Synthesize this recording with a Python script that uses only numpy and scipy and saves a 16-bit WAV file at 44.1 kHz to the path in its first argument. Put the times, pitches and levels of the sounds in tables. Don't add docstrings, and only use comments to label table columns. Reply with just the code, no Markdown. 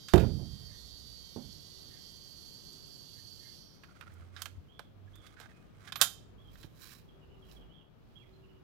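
import sys
import numpy as np
from scipy import signal
from scipy.fft import rfft, irfft, next_fast_len
from scipy.io import wavfile
from scipy.ndimage import uniform_filter1d

SR = 44100
rng = np.random.default_rng(int(sys.argv[2]) if len(sys.argv) > 2 else 0)


def store_wav(level_fs):
    pcm = np.round(np.clip(np.atleast_2d(level_fs), -1, 1) * 32767)
    wavfile.write(sys.argv[1], SR, pcm.T.astype(np.int16))


N = 380583
TIME = np.arange(N) / SR


def undb(db):
    return 10 ** (np.asarray(db) / 20)


def unit(x):
    return x / np.sqrt(np.mean(x ** 2) + 1e-30)


def lookup(hz, points):
    f, value = np.transpose(points)
    return np.interp(np.log(hz + 0.001), np.log(f), value)


def colour(x, points):
    n = next_fast_len(len(x))
    gain = undb(lookup(np.fft.rfftfreq(n, 1 / SR), points))
    return irfft(rfft(x, n) * gain, n)[:len(x)]


def band(x, lo_hz, hi_hz, order=2):
    edges_hz = [lo_hz, min(hi_hz, SR / 2 - 100)]
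    return signal.sosfilt(signal.butter(order, edges_hz, "band", fs=SR, output="sos"), x)


def noise(n=N):
    return rng.standard_normal(n)


def fade(t, t60_s):
    return np.exp(-np.log(1000) * t / max(t60_s, 1e-3))


def walk(rate_hz):
    k = int(SR / rate_hz)
    steps = np.repeat(noise(N // k + 1), k)
    return unit(uniform_filter1d(steps, k)[:N])


def swell(peak_s, rise_s, fall_s, db):
    before = (peak_s - TIME) / max(rise_s, .005)
    after = (TIME - peak_s) / max(fall_s, .005)
    return undb(db - 20 * np.maximum(before, after))


def ring(t, modes, length=1):
    out = 0
    for hz, db, t60_s in modes:
        mode = np.sin(2 * np.pi * hz * t) * fade(t, length * min(t60_s, 1.3))
        out = out + rng.choice([-1, 1]) * undb(db) * mode
    return out


def add(out, s, x):
    i = max(int(s * SR), 0)
    out[i:i + len(x)] += x[:len(out) - i]


def on_right(x, left_db):
    return np.array([undb(left_db) * x, x])


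def yard(x, t60_s, wet_db):
    t = np.arange(SR) / SR
    tail = band(noise(SR), 300, 15000) * fade(t, 0.53 * t60_s)
    tail += undb(-10) * band(noise(SR), 2800, 7800) * fade(t, t60_s)
    tail *= 1 - np.exp(-t / 0.0024)
    return undb(wet_db) * signal.fftconvolve(x, tail / np.linalg.norm(tail))[:N]


def tymbal_clicks(rate_hz, scatter_ms):
    cycles = np.cumsum(rate_hz) / SR
    at = np.interp(np.arange(2, int(cycles[-1])), cycles, np.arange(N))
    at += noise(len(at)) * scatter_ms[at.astype(int)] * SR / 1000
    taps = at.astype(int)[:, None] + np.arange(-7, 9)
    out = np.zeros(N)
    np.add.at(out, np.clip(taps, 0, N - 1), np.sinc(taps - at[:, None]))
    return unit(out)


SONG_DB, SONG_SWELL_DB, SONG_SWELL_S = -54.5, 3, 1.2
SONG_FADES_AT_S, SONG_RELEASE_DB_PER_S, BODY_EXTRA_RELEASE_DB_PER_S = 3.56, 52, 60
STEADY_HZ, RATE_WANDER, SHIMMER_DB = 317.4, .0014, 2.0
SCATTER_START_MS, SCATTER_DOUBLES_S = 0.009, 0.8
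# (time [s], rate [clicks/s])
EASING_RATE = [(0, 341), (.65, 339), (1, 333), (1.5, 328), (3.6, 329)]
# (centre [Hz], width [Hz], level [dB])
TYMBAL_MODES = [(3110, 370, 3.5), (4574, 400, 10), (5540, 370, 7.5), (6960, 260, -12)]
# (singer [0 steady, 1 easing], multiple of click rate [-], level [dB])
WHINE_PARTIALS = [(0, 5, -24), (0, 6, -20), (0, 7, -25), (0, 10, -6), (0, 11, -11), (0, 12, -7),
                  (1, 6, -22), (1, 10, -11), (1, 13, -7), (1, 14, -10)]
# (frequency [Hz], level [dB])
BUZZ_SPECTRUM = [(1350, -41), (2300, -24.5), (2410, -70), (2720, -71), (3000, -5), (3070, -3), (3640, -9.5),
                 (4050, -2), (4530, 8.5), (5150, -8.5), (6200, 2), (6670, -15.5), (7400, -9), (8420, -18.5),
                 (10500, -13.5), (11600, -9.5), (15800, -19.5)]
# (peak time [s], rise [s], fall [s], level [dB])
LAST_NOTE = (3.68, .3, .2, -60)
# (low edge [Hz], high edge [Hz])
LAST_NOTE_BAND = (4750, 5700)


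def cicadas():
    bases_hz = STEADY_HZ, np.interp(TIME, *np.transpose(EASING_RATE))
    rates_hz = [hz * (1 + RATE_WANDER * walk(6)) for hz in bases_hz]
    scatter_ms = SCATTER_START_MS * 2 ** (np.minimum(TIME, SONG_FADES_AT_S) / SCATTER_DOUBLES_S)
    dying_s = np.maximum(TIME - SONG_FADES_AT_S, 0)
    steady, easing = (tymbal_clicks(hz, scatter_ms) for hz in rates_hz)
    easing = easing + tymbal_clicks(rates_hz[1] / 3, scatter_ms)
    steady = band(yard(steady, t60_s=.12, wet_db=3), 2500, 4000, order=4)
    easing = band(yard(easing, t60_s=.2, wet_db=0), 3300, 16000, order=2)
    drive = np.roll(unit(steady + .6 * easing), -SR // 20) + undb(-9) * noise()

    body = 0
    for hz, width_hz, db in TYMBAL_MODES:
        mode = band(drive, hz - width_hz / 2, hz + width_hz / 2, order=1)
        body = body + undb(db + SHIMMER_DB * walk(14)) * mode
    body = unit(band(body, 3080, 6520, order=4)) * undb(-1.5 - BODY_EXTRA_RELEASE_DB_PER_S * dying_s)

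    whine = 0
    for singer, multiple, db in WHINE_PARTIALS:
        hz = multiple * rates_hz[singer]
        tone = np.sin(2 * np.pi * np.cumsum(hz + 5 * walk(30)) / SR)
        evenness = np.exp(-(2 * np.pi * hz * scatter_ms / 1000) ** 2 / 2)
        whine = whine + tone * evenness * undb(db + 2.5 * walk(5))

    buzz = unit(colour(drive, BUZZ_SPECTRUM)) * undb(4.5)
    level_db = SONG_DB - SONG_SWELL_DB * np.maximum(1 - TIME / SONG_SWELL_S, 0)
    level_db = level_db - SONG_RELEASE_DB_PER_S * dying_s + 0.46 * walk(25.45)
    song = (body + whine + buzz) * undb(level_db)
    song = song + unit(band(drive, *LAST_NOTE_BAND)) * swell(*LAST_NOTE)
    return np.array([undb(-15.0) * band(song, 5040, 6600), song])


AIR_DB = -57
# (frequency [Hz], level [dB])
AIR_SPECTRUM = [(15, -30.5), (25, -7), (102, -0.5), (152, -1), (235, -7.5), (371, -10.5), (414, -12),
                (981, -22.5), (1180, -21.5), (2090, -30), (3130, -29), (5820, -40.5), (8970, -48.5),
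                (12700, -44), (15800, -44.5)]
# (frequency [Hz], left minus right [dB])
AIR_PORT_BALANCE = [(60, -4), (110, -0.5), (200, 7), (380, 6), (700, 11), (1290, 8), (2380, 0),
                    (4400, -8.5), (8120, -23.5), (15000, -11.5)]


def open_air():
    level = undb(AIR_DB) / np.std(colour(noise(), AIR_SPECTRUM))
    ports = []
    for side in (1, -1):
        share = [(hz, 20 * np.log10(np.sqrt(2 / (1 + undb(-2 * side * db))))) for hz, db in AIR_PORT_BALANCE]
        air = colour(colour(noise(), AIR_SPECTRUM), share)
        ports.append(level * air * undb(1.1 * walk(4)))
    return np.array(ports)


TRAFFIC_HALF_WIDTH = .12
# (peak time [s], rise [s], fall [s], pitch [Hz], level [dB])
TRAFFIC_RUMBLES = [(1, .9, 1.33, 63.8, -54), (3.25, 0.38, 0.29, 115, -55.5), (5.1, 0.45, 0.47, 53.7, -57),
                   (6.45, 0.49, 0.7, 54.5, -55.5), (7.55, 0.95, 0.66, 52.8, -53)]


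def traffic():
    out = np.zeros(N)
    for s, rise_s, fall_s, hz, db in TRAFFIC_RUMBLES:
        rumble = unit(band(noise(), hz * (1 - TRAFFIC_HALF_WIDTH), hz * (1 + TRAFFIC_HALF_WIDTH)))
        out += rumble * swell(s, rise_s, fall_s, db)
    return out


CLICK_LEFT_DB = -23
# (time [s], level [dB, before -4 dB], low band re middle [dB],
# high band re middle [dB], ring t60 [s])
STEEL_CONTACTS = [(0.0845, -38.5, -1, -5.5, 0.18), (0.136, -27, 7.5, -1.5, 0.052),
                  (0.1576, -46, 17, 11.5, 0.033), (0.179, -33.5, 6.5, -5, 0.022), (0.196, -45, 11, 1, 0.24),
                  (2.73, -70, -5, 18, 0.05), (3.8351, -59.5, 15, -0.5, 0.05),
                  (4.0105, -50.5, 13, -1, 0.016), (4.137, -75, -7, 16, 0.05), (4.364, -42, 3.5, -19, 0.11),
                  (4.4193, -33, -1.5, 2, 0.031), (4.457, -39.5, 7, 0.5, 0.026), (4.793, -44, 7, -4, 0.023),
                  (5.156, -65, 8, 12, 0.035), (5.2658, -50, -2, -7, 0.074), (5.4, -48.5, 5, -0.5, 0.054),
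                  (5.412, -49, 2, -14, 0.098), (5.876, -45.5, 4, -30, 0.053),
                  (5.922, -32, -1, -10.5, 0.037), (5.9571, -32.5, 2.5, -6, 0.056),
                  (6.0137, -12, -4, 2, 0.03), (6.0201, -21, 1.5, 4.5, 0.13), (6.555, -61, 12, -7, 0.04),
                  (6.6309, -48, -1, -14, 0.086), (7.514, -50, -15.5, -28, 0.011)]
# (frequency [Hz], level [dB], t60 [s, for a contact of t60 0.24 s])
STEEL_MODES = [(829, -15.5, 0.18), (1090, -6, .15), (1400, -12, 0.18), (1520, -13, 0.2216),
               (1657, -6.5, .18), (2440, -14.5, 0.22), (3135, -10, 0.74), (3230, -18.5, 0.19),
               (3660, -15, 0.58), (4450, -10.5, 0.13), (4610, -17, 0.14), (5317, -11, .16),
               (5660, -8, 0.11), (6850, -7, 0.091), (8380, -9, 0.22), (10500, -11.5, .25),
               (10173, -5.5, 0.36), (11840, -7.5, 0.26), (12550, -6.5, 0.37), (13890, -2.5, 0.28)]
# (frequency [Hz], level [dB])
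STEEL_SPECTRUM = [(400, -16.5), (700, -3), (1000, -7), (1400, 2.5), (2100, -6.5), (2700, -1), (3600, -2.5),
                  (4600, -7), (7200, -1.5), (8600, -3.5), (11300, -7), (12400, -2), (15800, -13.5)]
# (level [dB], lowest frequency [Hz])
CONTACT_REACH = [(-42, 1100), (-22, 450)]


def action():
    out, t, head = np.zeros((2, N)), np.arange(SR // 3) / SR, SR // 200
    for s, db, low_db, high_db, t60_s in STEEL_CONTACTS:
        crack = unit(colour(noise(len(t)), STEEL_SPECTRUM)) * (fade(t, t60_s) + 0.62 * fade(t, 0.045))
        steel = ring(t, STEEL_MODES, length=t60_s / 0.24)
        x = crack + undb(-5) * steel / np.std(steel[:head])
        low = band(x, np.interp(db, *np.transpose(CONTACT_REACH)), 2436)
        middle, high = band(x, 3225, 5160), band(x, 5000, 16000)
        hit = 0
        for sign, gain_db, part in ((1, low_db, low), (-1, 0, middle), (1, high_db, high)):
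            hit = hit + sign * undb(db + gain_db - 4.0) * part / np.std(part[:head])
        add(out[0], s, undb(CLICK_LEFT_DB) * hit)
        add(out[1], s, hit)
    left = out[0] + yard(out[0], t60_s=0.24, wet_db=-8.5)
    right = out[1] + yard(out[1], t60_s=0.46, wet_db=-13.5)
    return np.array([colour(left, [(3000, 1.5), (5500, 5), (7700, 5), (8600, -9)]), right])


# (time [s], level [dB, relative], share of full ring [-], panel modes re crowd [dB],
# favoured pitch [Hz], left minus right [dB], contact time [s])
WALL_BUMPS = [(0.137, -12.5, 0.95, -4, 385, -24, 0.0003), (0.226, -28.5, 0.79, -0.5, 89, -25, 0.0065),
              (0.384, -42.5, 0.7, 2.5, 310, -20, 0.011), (0.42, -52.5, 0.52, -7, 715, -24, 0.0081),
              (1.361, -39.5, 0.87, -4, 250, -21, 0.001), (6.015, -49.5, 0.29, -16.5, 261.3, -7, 0.00098),
              (6.643, -46, 0.091, -14, 301, -15, 0.0013)]
# (frequency [Hz], level [dB], t60 at full ring [s])
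WALL_MODES = [(70, 7, 0.6), (94.3, -2, 1.3), (116, -7.5, 1.1), (141, -2, 0.5), (231, 2, 0.5),
              (305, 0, 0.42), (359, 9, 0.23), (462, 0, 0.25), (539, -3, 0.28), (686, -2, 0.28),
              (917, -9, 0.22)]
# (frequency [Hz], level [dB])
WALL_SPECTRUM = [(18, -35), (30, -11), (90, 0), (164, -3.5), (227, -7.5), (367, -8.5), (749, -13.5),
                 (891, -15.5), (1340, -29.5), (2340, -40.5), (3000, -34), (3900, -76.5), (6600, -120)]
# (frequency [Hz], t60 at full ring [s])
WALL_DECAY = [(40, 1.2), (120, 1.15), (300, 0.46), (700, 0.33), (1500, 0.16)]


def wall():
    out, t, head = np.zeros((2, N)), np.arange(SR) / SR, SR // 40
    centres_hz = 35 * 2 ** (np.arange(14) / 2)
    for s, db, length, modes_db, favoured_hz, pan_db, contact_s in WALL_BUMPS:
        crowd = 0
        for hz in centres_hz:
            weak = unit(band(noise(SR + head * 8), hz / 2 ** (1 / 4), hz * 2 ** (1 / 4)))[-SR:]
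            level = np.sqrt(hz) * undb(lookup(hz, WALL_SPECTRUM))
            crowd = crowd + weak * level * fade(t, length * lookup(hz, WALL_DECAY))
        modes = ring(t, WALL_MODES, length)
        boom = crowd / np.std(crowd[:head]) + undb(modes_db) * modes / np.std(modes[:head])
        boom = boom + 1.5 * band(boom, .85 * favoured_hz, 1.15 * favoured_hz, order=1)
        boom *= undb(db - 2.5) * (1 + 0.79 * fade(t, 0.053))
        boom *= 1 - np.exp(-(t / contact_s) ** 2)
        add(out[0], s, undb(pan_db) * boom)
        add(out[1], s, boom)
    return out


def whistle(length_s, start_hz, end_hz, warble, arch_hz=0):
    u = np.linspace(0, 1, int(length_s * SR))
    hz = start_hz + (end_hz - start_hz) * u + arch_hz * np.sin(np.pi * u)
    hz = hz * (1 + warble * walk(300)[:len(u)])
    return np.sin(2 * np.pi * np.cumsum(hz) / SR) * 2 * np.sqrt(u * (1 - u))


CHIRP_BURR, BURR_FULL_S = 0.035, 0.1
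COO_HZ, COO_WARBLE, COO_ARCH_HZ = 370, 0.011, 12.43
LEAVES_T60_S, BIRD_DIRECT_DB = .09, -5
# (time [s], length [s], level before scatter [dB])
HOARSE_CALLS = [(0.665, 0.11, -68), (1.885, 0.12, -69), (3.13, 0.09, -71), (3.38, 0.16, -68.5)]
# (frequency [Hz], level [dB])
HOARSE_SPECTRUM = [(1350, -27), (1600, -7), (1820, -1), (1970, -6), (2100, -5), (2500, -30.5)]
# (time [s], length [s], level [dB])
DOVE_COOS = [(1.603, 0.48, -63), (2.598, 0.36, -65), (7.046, 0.693, -60.5), (8.219, 0.48, -57.5)]
# (time [s], length [s], start [Hz], end [Hz], mid arch [Hz], level before scatter [dB])
BIRD_CHIRPS = [(4.667, 0.17, 3140, 3250, 132.5, -60), (5.131, 0.038, 3204, 3410, 224, -54),
               (5.19, 0.074, 3340, 3280, 105, -59.5), (6.375, 0.052, 3095, 3114, 304.5, -61.5),
               (6.442, 0.065, 3110, 3030, 202.5, -60), (7.077, 0.03, 3360, 3040, 125.5, -61.5),
               (7.205, 0.045, 3000, 2554, 60.5, -66), (7.283, 0.093, 2900, 2830, 36.5, -66),
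               (7.419, 0.024, 3284, 2760, 172, -57.5), (7.479, 0.02, 3130, 2550, 99, -59.5),
               (7.557, 0.027, 3370, 2930, 149, -55.5), (7.604, 0.026, 3300, 2760, 103.5, -60.5),
               (7.687, 0.135, 2890, 2863, 451.5, -58.5), (8.152, 0.031, 3053, 3060, 291.5, -50.5),
               (8.184, 0.066, 3120, 1934, -110, -63.5), (8.328, 0.035, 4140, 4110, 19.5, -69),
               (8.427, 0.025, 2920, 2460, 90, -63.5), (8.485, 0.024, 2914, 2660, 120, -64.5),
               (8.541, .03, 2990, 2770, 61, -68.5)]


def birds():
    calls, coos = np.zeros((2, N))
    for s, length_s, db in HOARSE_CALLS:
        n = int(length_s * SR)
        rasp = unit(colour(noise(n), HOARSE_SPECTRUM) * np.sqrt(np.hanning(n)))
        add(calls, s, undb(db) * rasp)
    for s, length_s, db in DOVE_COOS:
        add(coos, s, undb(db) * whistle(length_s, COO_HZ, COO_HZ, COO_WARBLE, COO_ARCH_HZ))
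    for s, length_s, start_hz, end_hz, arch_hz, db in BIRD_CHIRPS:
        burr = CHIRP_BURR * min(length_s / BURR_FULL_S, 1)
        add(calls, s, undb(db) * whistle(length_s, start_hz, end_hz, burr, arch_hz))
    near = undb(BIRD_DIRECT_DB) * calls + yard(calls, t60_s=LEAVES_T60_S, wet_db=-1.5)
    scattered = near + yard(calls, t60_s=0.62, wet_db=-2.5)
    return on_right(coos + scattered, left_db=-35)


def friction(strokes, spectrum, slips_per_s, scatter_db, grain_share, judder_db):
    sizes = undb(scatter_db * np.minimum(rng.exponential(size=N), 3))
    slips = (rng.random(N) < slips_per_s / SR) * sizes
    t = np.arange(SR // 20) / SR
    slips = signal.fftconvolve(slips, noise(len(t)) * fade(t, 0.024))[:N]
    effort = np.max([swell(*stroke) for stroke in strokes], axis=0)
    rub = unit(colour(grain_share * unit(slips) + noise(), spectrum))
    return rub * effort * undb(judder_db * walk(45))


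# (peak time [s], rise [s], fall [s], level before +5.5 dB [dB])
LINKAGE_STROKES = [(3.95, 0.19, 0.72, -67.5), (4.09, 0.37, 0.57, -65.5), (4.395, 0.089, 0.1, -55.5),
                   (5.25, 0.25, .2, -67), (5.42, 0.27, 0.32, -63), (5.89, 0.17, 0.047, -57.5),
                   (6.01, 0.025, 0.049, -46.5)]
# (frequency [Hz], level [dB])
CREAK_SPECTRUM = [(350, -38.5), (650, -5), (950, -17.5), (1220, -0.5), (1500, -5), (1950, -6),
                  (2700, -14.5), (3800, -13), (5500, -17), (9000, -21), (15000, -30.5)]


def linkage():
    return undb(5.5) * friction(LINKAGE_STROKES, CREAK_SPECTRUM, slips_per_s=260, scatter_db=3,
                                grain_share=1, judder_db=2.6)


ENGINE_WANDER, ENGINE_FLUTTER_DB = .02, 1.5
# (time [s], firing rate [Hz], level [dB])
ENGINE_RUN = [(3.85, 87, -73), (4.2, 88, -46.5), (4.6, 92, -54), (4.82, 95, -65), (5.05, 98, -50),
              (5.3, 99, -63.5), (6.4, 103, -55), (7.4, 109, -71.5)]


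def engine():
    s, hz, db = np.transpose(ENGINE_RUN)
    rate_hz = np.interp(TIME, s, hz) * (1 + ENGINE_WANDER * walk(17))
    level_db = np.interp(TIME, s, db, left=-120, right=-120) + ENGINE_FLUTTER_DB * walk(12)
    return unit(np.sin(2 * np.pi * np.cumsum(rate_hz) / SR)) * undb(level_db)


SLIPS_PER_S, SLIP_SCATTER_DB = 420, 4
# (time [s], length [s], pitch [Hz], level [dB])
HINGE_JERKS = [(3.884, 0.04, 1400, -59.5), (3.953, 0.021, 1400, -59), (4.015, 0.026, 1330, -51),
               (4.062, 0.021, 1370, -51), (4.098, 0.011, 1560, -60), (4.153, 0.027, 1380, -61),
               (4.218, .016, 1400, -57.5), (5.075, 0.012, 1680, -62.5), (5.367, 0.028, 1600, -53.5),
               (5.433, 0.035, 1560, -53.5), (5.491, 0.028, 1840, -60.5), (5.874, 0.032, 1630, -52)]
# (multiple of pitch [-], width as a share [-], level [dB])
HINGE_MODES = [(1, 0.085, 4), (1.37, 0.055, -14), (2.3, .4, -18)]


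def hinge():
    out = np.zeros(N)
    for s, length_s, hz, db in HINGE_JERKS:
        n = int(length_s * SR)
        at = np.cumsum(rng.uniform(.5, 1.5, 64)) * SR / SLIPS_PER_S
        at = (at - at[0]).astype(int)
        slips = np.zeros(n + SR // 20)
        slips[at[at < n]] = undb(SLIP_SCATTER_DB * noise(len(at)))[at < n]
        jerk = 0
        for k, width, gain_db in HINGE_MODES:
            mode = band(slips, k * hz * (1 - width / 2), k * hz * (1 + width / 2), order=1)
            jerk = jerk + undb(gain_db) * unit(mode)
        jerk = band(jerk, 670, 5100)
        add(out, s, undb(db) * jerk / np.std(jerk[:n]))
    return out


# (time [s], pitch [Hz], level [dB], t60 [s], left minus right [dB])
DULL_KNOCKS = [(4.195, 81, -49, 0.11, 13), (4.457, 770, -45, 0.064, -20), (4.553, 79, -59, 0.17, 25),
               (4.793, 740, -37, 0.047, -14), (5.4, 690, -53, 0.29, -24)]


def dull_knocks():
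    out, t = np.zeros((2, N)), np.arange(SR // 2) / SR
    for s, hz, db, t60_s, pan_db in DULL_KNOCKS:
        knock = undb(db) * unit(band(noise(len(t)), hz / 1.4, hz * 1.4)) * fade(t, t60_s)
        add(out[0], s, undb(pan_db) * knock)
        add(out[1], s, knock)
    return out


# (time [s], length [s], pitch [Hz], level [dB])
JOINT_SQUEAKS = [(5.52, 0.16, 2490, -59.5), (5.956, 0.051, 12050, -33)]


def squeaks():
    out = np.zeros(N)
    for s, length_s, hz, db in JOINT_SQUEAKS:
        t = np.arange(int(length_s * SR)) / SR
        phase = 2 * np.pi * np.cumsum(hz * (1 + 0.017 * walk(900)[:len(t)])) / SR
        envelope = np.sqrt(np.sin(np.pi * t / length_s)) * fade(t, 3 * length_s)
        add(out, s, undb(db) * np.sin(phase) * envelope)
    return out


# (peak time [s], rise [s], fall [s], level before +6.5 dB [dB])
PALM_SLIDES = [(6.55, 0.087, .12, -67.5), (6.63, 0.18, 0.087, -62), (6.84, 0.11, 0.15, -54.5),
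               (6.93, 0.081, 0.088, -52.5), (7.52, 0.11, 0.12, -65)]
# (frequency [Hz], level [dB])
SLIDE_SPECTRUM = [(470, -37), (800, -15), (1110, 2.5), (1320, 0.5), (1440, 1), (2790, -1), (5400, -0.5),
                  (5970, -6.5), (12800, -7), (15800, -7)]


def palms():
    return undb(6.5) * friction(PALM_SLIDES, SLIDE_SPECTRUM, slips_per_s=600, scatter_db=3,
                                grain_share=1.5, judder_db=1.5)


def scene():
    garden = cicadas() + open_air() + birds() + on_right(traffic() + engine(), left_db=-19.5)
    joint = on_right(linkage() + hinge() + squeaks(), left_db=-25.5)
    handling = joint + dull_knocks() + on_right(palms(), left_db=-27)
    return garden + action() + wall() + handling


TOP_HZ = 15850


def record(dry):
    rounded = np.tanh(0.68 * dry) / 0.76
    return signal.sosfilt(signal.ellip(10, .2, 80, TOP_HZ, fs=SR, output="sos"), rounded)


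dry = scene()
out = record(dry)
store_wav(out)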